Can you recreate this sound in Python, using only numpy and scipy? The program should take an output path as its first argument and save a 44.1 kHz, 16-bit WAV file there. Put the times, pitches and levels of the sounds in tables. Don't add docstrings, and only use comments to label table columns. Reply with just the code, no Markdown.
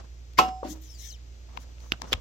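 import sys
import numpy as np
from scipy import signal
from scipy.fft import rfft, irfft, next_fast_len
from scipy.io import wavfile
from scipy.ndimage import uniform_filter1d, map_coordinates

SR = 44100
rng = np.random.default_rng(int(sys.argv[2]) if len(sys.argv) > 2 else 0)


def wav_record(signal):
    frames = np.transpose(np.atleast_2d(signal))
    bounded = np.clip(frames, -1, 1)
    quanta = np.round(bounded * 32767).astype(np.int16)
    wavfile.write(sys.argv[1], SR, quanta)


def gain_from_db(level_db):
    decades = np.asarray(level_db, float) / 20
    return 10 ** decades


N = 97064
TIME_S = np.arange(N) / SR
PORTS = np.array([[1], [-1]])
SNAP_S, SNAP_PAN_DB = .3873, -1.5

# f/Hz, level/dB, t60/s, half lead of left port/rad
CAN_MODES = [(750, -12, .55, .3), (851, -10, .17, .5), (1037, -13, .25, .7), (1306, -2, .1, .9),
             (2440, -24, .1, .2), (2093, -25, .11, 0), (2180, -24, .2, -.7), (2585, -10, .08, -.35),
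             (2845, -17, .22, -.5), (3305, -26, .17, .5), (506, -17, .16, -.2), (5130, -40, .7, .3),
             (7550, -54, 1.2, .3)]
# f/Hz, level/dB, t60/s
LID_MODES = [(1094, -23.5, 0.13), (3907, -25.5, 0.0076), (323.3, -31, 0.3), (577.2, -22.5, 0.14),
             (387, -27.5, 0.13), (196.1, -37.5, 0.18), (117, -39.5, 0.057)]


def can_ring():
    strike_db, lid_lead_rad = -8, .2
    rise_s, onset_s = .004, .00057
    pop_hz, pop_db, pop_hold_s, pop_t60_s, pop_lead_rad = 1030, -6.5, .005, .02, .55
    land_s, landed_t60_s = .63, .15
    t = since(SNAP_S)
    modes = [(f, db + strike_db, t60, lead) for f, db, t60, lead in CAN_MODES]
    modes += [(f, db, t60, lid_lead_rad) for f, db, t60 in LID_MODES]
    ring = 0
    for f, db, t60, lead in modes:
        ring = ring + gain_from_db(db) * fade(t, t60) * np.sin(2 * np.pi * f * t + PORTS * lead)
    ring = ring * (1 - 0.82 * np.exp(-t / rise_s))
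    pop_level = gain_from_db(pop_db) * gain_from_db(-60 * (t - pop_hold_s).clip(0) / pop_t60_s)
    pop = pop_level * np.sin(2 * np.pi * pop_hz * t + PORTS * pop_lead_rad)
    onset = 1 - np.exp(-t / onset_s)
    landing = gain_from_db(-60 * since(land_s) / landed_t60_s)
    return pan(SNAP_PAN_DB) * (ring + pop) * onset * landing


# f/Hz, density/dB per Hz
TEAR_SPECTRUM = [(88, -37.5), (150, -17.5), (1310, -16), (1560, -24.5), (2550, -21.5), (6260, -27),
                 (10200, -48.5), (12700, -35), (16000, -47)]


def tear():
    t = since(SNAP_S)
    level = gain_from_db(-16) * fade(t, 0.055) + gain_from_db(-25.5) * fade(t, 0.22)
    return pan(SNAP_PAN_DB) * level * noise(TEAR_SPECTRUM, 0.38)


# f/Hz, density/dB per Hz
GRIT_SPECTRUM = [(700, -45.5), (1500, -7), (3500, -13), (4800, -7), (6800, -16.5), (8500, -32.5),
                 (14000, -22), (16500, -44.5)]


def creak():
    length_s, rise_db, pan_db = .014, 30, 11.5
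    grit_db, tone_hz, tone_db = -24, 2130, -28
    t = since(SNAP_S - length_s)
    before_snap = (t > 0) * (since(SNAP_S) == 0)
    swell = before_snap * gain_from_db(rise_db * (t / length_s - 1).clip(-1, 0))
    grit = gain_from_db(grit_db) * noise(GRIT_SPECTRUM, .6) * swell
    tone = gain_from_db(tone_db) * np.sin(2 * np.pi * tone_hz * t) * swell ** .6
    return pan(pan_db) * (grit + tone)


# t/s, level/dB, f/Hz, length/cycles
BUMP_EVENTS = [(.630, -23, 512, 1.9), (0.632, -26.5, 1050, 2.5), (.640, -33.5, 753, 19.3),
               (0.65, -29, 290, 2.5), (.652, -36, 600, 9), (0.667, -31.5, 307, 4.6), (.686, -32, 305, 3.9),
               (0.719, -41.5, 292, 4.9), (.637, -34, 900, 4), (.706, -38, 200, 2.3), (.64, -36, 315, 40),
               (2.122, -27.5, 490, 1.44), (2.14, -27, 63.3, 1.4), (1.931, -34, 72, 0.33)]


def bumps():
    pan_db, left_lag_s = 2, -0.00025
    out = 0
    for s, db, f, cycles in BUMP_EVENTS:
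        t = since(s, left_lag_s)
        decay = 3 * f / cycles
        envelope = np.e * decay * t * np.exp(-decay * t)
        out = out + gain_from_db(db) * envelope * np.sin(2 * np.pi * f * t)
    return pan(pan_db) * out


# f/Hz, density/dB per Hz
SCUFF_SPECTRUM = [(90, -35), (150, 0.5), (400, -6), (1100, -8.5), (2000, -20), (6000, -24), (9000, -37.5)]
# t/s, length/s, level/dB
SCUFF_EVENTS = [(0.629, 0.091, -40), (1.45, 0.32, -57), (-.05, 0.13, -49), (.381, 0.0072, -34),
                (.69, 0.13, -55), (.4, 0.14, -39.5), (1.78, 0.16, -62), (1.93, 0.029, -43.5),
                (2.014, 0.084, -51.5), (2.067, 0.14, -50), (2.129, 0.013, -34.5)]


def scuffs():
    return swells(SCUFF_EVENTS, 0.61) * gain_from_db(5.5 * wobble(90)) * noise(SCUFF_SPECTRUM, 0.21)


# f/Hz, density/dB per Hz
METAL_SPECTRUM = [(200, -44), (400, 1), (1500, -3), (3500, -1), (6500, -11), (8500, -39), (14000, -18),
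                  (16500, -26.5)]
# t/s, level/dB, f/Hz, length/cycles,
# L-R/dB
CLICK_EVENTS = [(1.575, -24, 974, 4.8, 9.5), (1.5736, -25, 2660, 2.9, 13), (1.784, -42, 2600, 2.8, 11),
                (1.921, -17, 1220, 2.6, -5), (1.921, -22, 319, 1.53, -14.5), (1.9206, -7, 2800, 4, -3.7),
                (1.9206, -13, 3500, 3, -2.7), (1.9206, -14, 4400, 3, -5), (.3875, -9, 4200, 3, 1.4),
                (.3915, -14, 5000, 3, 3), (1.5743, -36, 5800, 3, 12), (1.9246, -19.5, 3600, 3.5, -2),
                (1.9272, -34, 5660, 8, 0.5), (1.937, -29, 1490, 3.4, -1), (2.0, -43, 700, 2.3, 14),
                (2.0188, -22, 970, 2.25, 7.5), (2.0194, -33.5, 3040, 1.3, 8.5), (2.0199, -20, 4500, 2, 11),
                (2.019, -23.5, 5870, 4, 11), (2.031, -38, 910, 3.3, 10), (2.043, -30.5, 900, 2.7, 8),
                (2.06, -45, 800, 3.4, 6), (2.123, -29.5, 3050, 18, 2.5), (2.1296, -4, 3310, 4.6, -6),
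                (2.1303, -24, 13600, 15, -11.5), (2.1325, -5, 2000, 1.02, 11.5),
                (2.1327, -19, 7170, 10.4, 10.5), (2.1334, -24, 3700, 4.2, 9.5),
                (2.1381, -9.5, 2740, 1.8, 13)]


def clicks():
    lag_s, lag_s_per_db = .0001, -.00007
    spit_db, spit_t60_s, spit_rise_s = -14, .005, .00019
    metal = noise(METAL_SPECTRUM, .3)
    out = 0
    for s, db, f, cycles, side_db in CLICK_EVENTS:
        t = since(s, lag_s + lag_s_per_db * side_db)
        mode = np.sin(2 * np.pi * f * t) * np.exp(-2 * t * f / cycles) * (1 - np.exp(-6 * t * f))
        spit = gain_from_db(spit_db) * fade(t, spit_t60_s) * (1 - np.exp(-t / spit_rise_s)) * metal
        out = out + gain_from_db(db) * pan(side_db) * (mode + spit)
    return out


# t/s, length/s, level/dB
SLIP_EVENTS = [
    (.331, .008, -54),
    (1.565, 0.0052, -49.5),
    (1.91, 0.018, -44),
    (1.924, .005, -43),
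    (.64, .055, -50),
    (1.6, .05, -60),
    (2.01, 0.012, -51.5),
    (2.105, 0.034, -40),
    (1.8, 0.0073, -52.5),
    (1.84, 0.0069, -60),
]


def slips():
    return swells(SLIP_EVENTS, 1.5) * gain_from_db(1.3 * wobble(900)) * noise(GRIT_SPECTRUM, .3)


# f/Hz, density/dB per Hz
PUFF_SPECTRUM = [(1180, -35), (2000, -9), (2320, -29), (3260, -7.5), (4650, -11.5), (6590, -1.5),
                 (8930, -19), (13800, -10.5), (16000, -19.5)]
LEAK_SPECTRUM = [(1060, -54), (1800, -8), (2620, -14.5), (3140, -3.5), (4490, -10.5), (6070, 2),
                 (8590, -16.5), (13000, -13), (16000, -12)]
# t/s, length/s, level/dB
PUFF_EVENTS = [
    (.628, 0.061, -66),
    (.672, 0.083, -44.5),
    (.805, 0.071, -60),
]
LEAK_EVENTS = [
    (.78, 0.31, -60),
    (.97, 0.21, -50),
    (1.59, 0.066, -59),
    (1.78, 0.17, -64.5),
    (2.06, .07, -60.5),
    (.735, .08, -66.5),
]


def hiss():
    puffs = swells(PUFF_EVENTS, 0.9) * noise(PUFF_SPECTRUM, 0.32)
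    leaks = swells(LEAK_EVENTS, 0.78) * patchy(noise(LEAK_SPECTRUM, 0.2), 3.5)
    return gain_from_db(1.0 * wobble(36.7)) * (puffs + leaks)


# t/s, f/Hz, level/dB
WHISTLE_GLIDES = [
    [(.88, 4900, -68), (.905, 5500, -59), (.94, 5200, -59), (.952, 4800, -56), (.982, 4550, -59),
     (.986, 4150, -58), (1.02, 3800, -62), (1.08, 3700, -66)],
    [(1.07, 3300, -68), (1.09, 3250, -56), (1.105, 2950, -64), (1.115, 3050, -54), (1.14, 3100, -55),
     (1.158, 3000, -72)],
    [(1.075, 6100, -62), (1.092, 6400, -52), (1.105, 5500, -52), (1.118, 4200, -55), (1.135, 3900, -55),
     (1.15, 3300, -64), (1.165, 2300, -68), (1.19, 1500, -74)],
    [(.985, 6100, -60), (1.04, 5900, -62), (1.11, 6000, -60), (1.13, 6350, -55), (1.15, 5500, -63),
     (1.178, 3700, -70)],
    [(.94, 7300, -66), (.955, 7200, -60), (.975, 6900, -70)],
    [(1.01, 2100, -74), (1.05, 2150, -68), (1.095, 2200, -72)],
    [(1.0, 5300, -66), (1.008, 5000, -58), (1.02, 4800, -68)],
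    [(1.015, 12900, -72), (1.03, 12600, -64), (1.045, 12300, -72)],
]


def whistles():
    gain_db, waver = 3, .015
    squeak_s, squeak_hz, squeak_db = .82, 14400, -53
    squeak = [(squeak_s - .014, squeak_hz, -80), (squeak_s, squeak_hz, squeak_db), (squeak_s + .016, squeak_hz, -80)]
    out = 0
    for rows in list(WHISTLE_GLIDES) + [squeak]:
        s, f, db = np.transpose(rows)
        hz = np.interp(TIME_S, s, f)
        phase = 2 * np.pi * np.cumsum(hz * (1 + waver * wobble(60))) / SR
        level = gain_from_db(np.interp(TIME_S, s, db, -120, -120) + gain_db)
        out = out + level * narrow(phase, hz)
    return out


# f/Hz, L-R/dB
AIR_SIDE = [(0, 0), (1300, 1), (2400, 5), (4400, 10), (7500, 12), (12000, 6), (30000, 3)]


def air():
    return sided(hiss() + whistles(), AIR_SIDE)


# f/Hz, t60/s
ROOM_DECAY = [(200, 0.32), (2000, 0.18), (10000, .08)]


def room(x):
    hz, t, z = signal.stft(rng.standard_normal((2, SR // 2)), SR, nperseg=256)
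    f, t60 = np.transpose(ROOM_DECAY)
    decay = gain_from_db(-60 * t / np.interp(hz, f, t60)[:, None])
    tail = signal.istft(z * decay, SR, nperseg=256)[1]
    tail = tail / np.linalg.norm(tail[0])
    late = np.pad(x, ((0, 0), (150, 0)))
    return signal.fftconvolve(late, tail, axes=1)[:, :N]


# f/Hz, level/dB rms
HUM_LINES = [(59.2, -44.5), (118.4, -61)]
# f/Hz, density/dB per Hz
RUMBLE_SPECTRUM = [(15, -35), (30, -7.5), (50, -7), (75, -2), (110, -12.5), (200, -81)]
KITCHEN_SPECTRUM = [(70, -22.5), (110, -13), (350, -11.5), (1000, -22), (6500, -23), (7800, -29.5),
                    (8800, -48.5), (13500, -36), (15500, -48), (16500, -78.5)]
# f/Hz, L-R/dB
KITCHEN_SIDE = [(0, -2), (700, -2), (1300, 1), (4400, 2), (7000, 6), (15000, 1), (30000, 0)]


def kitchen():
    rumble_db, hiss_db, low_pan_db, lag_samples = -56, -58.5, -3, -15
    hum = 0
    for f, db in HUM_LINES:
        sway = gain_from_db(db + .7 * wobble(9)) * np.sqrt(2)
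        hum = hum + sway * np.sin(2 * np.pi * f * TIME_S + 0.21 * wobble(2.5))
    low = pan(low_pan_db) * (hum + gain_from_db(rumble_db) * noise(RUMBLE_SPECTRUM, 1.0))
    room_hiss = sided(patchy(noise(KITCHEN_SPECTRUM, 0.37), 0.4), KITCHEN_SIDE)
    left, right = low + gain_from_db(hiss_db + .8 * wobble(1.2)) * room_hiss
    return np.array([np.roll(left, lag_samples), right])


def unit(x):
    return x / np.sqrt(np.mean(x ** 2) + 1e-20)


def along(points, hz):
    f, v = np.transpose(points)
    return np.interp(np.log(hz + 1), np.log(f + 1), v, -120, -120)


def wobble(rate_hz):
    knots = rng.standard_normal(int(N * rate_hz / SR) + 4)
    return map_coordinates(knots, [np.arange(N) * rate_hz / SR])


def filtered(x, response):
    m = next_fast_len(N + 8192)
    return irfft(rfft(x, m) * response(np.fft.rfftfreq(m, 1 / SR)), m)[..., :N]


def noise(spectrum, alike):
    a, b = filtered(rng.standard_normal((2, N)), lambda hz: gain_from_db(along(spectrum, hz)))
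    u = np.arccos(np.clip(alike, -1, 1)) / 2
    return unit(np.cos(u) * a + PORTS * np.sin(u) * b)


def since(s, lag_s=0.):
    return np.maximum(TIME_S - s - PORTS * lag_s / 2, 0)


def fade(t, t60_s):
    return (t > 0) * gain_from_db(-60 * t / t60_s)


def pan(db):
    return gain_from_db(PORTS * db / 2)


def swells(rows, skew):
    out = 0
    for s, length_s, db in rows:
        progress = (since(s) / length_s).clip(0, 1)
        out = out + gain_from_db(db) * np.sin(np.pi * progress ** skew).clip(0) ** 1.7
    return out


def narrow(phase, hz):
    phase = phase + [[0], [1.2]]
    rough_hz = 330 * (hz.max() / 4000) ** 1.5
    return (.6 + .7 * wobble(rough_hz / 3)) * np.sin(phase) + .8 * wobble(rough_hz) * np.cos(phase)


def sided(x, points):
    return filtered(x, lambda hz: gain_from_db(along(points, hz) * PORTS / 2))


def patchy(x, db):
    z = signal.stft(x, nperseg=512)[2]
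    field = uniform_filter1d(rng.standard_normal(z.shape[1:]), size=5, axis=0)
    field = uniform_filter1d(field, size=7, axis=1)
    return signal.istft(z * gain_from_db(db * unit(field)), nperseg=512)[1][:, :N]


def scene():
    can = can_ring() + tear() + creak() + bumps() + scuffs()
    tool = clicks() + slips()
    echoes = room(gain_from_db(-15) * can + gain_from_db(-25) * tool)
    return can + tool + echoes + air() + kitchen()


def roll_off(x):
    return signal.sosfilt(signal.butter(12, 16650, fs=SR, output="sos"), x)


def record(dry):
    mix = filtered(dry, lambda hz: hz < 16600)
    return roll_off(mix)


dry = scene()
out = record(dry)
wav_record(out)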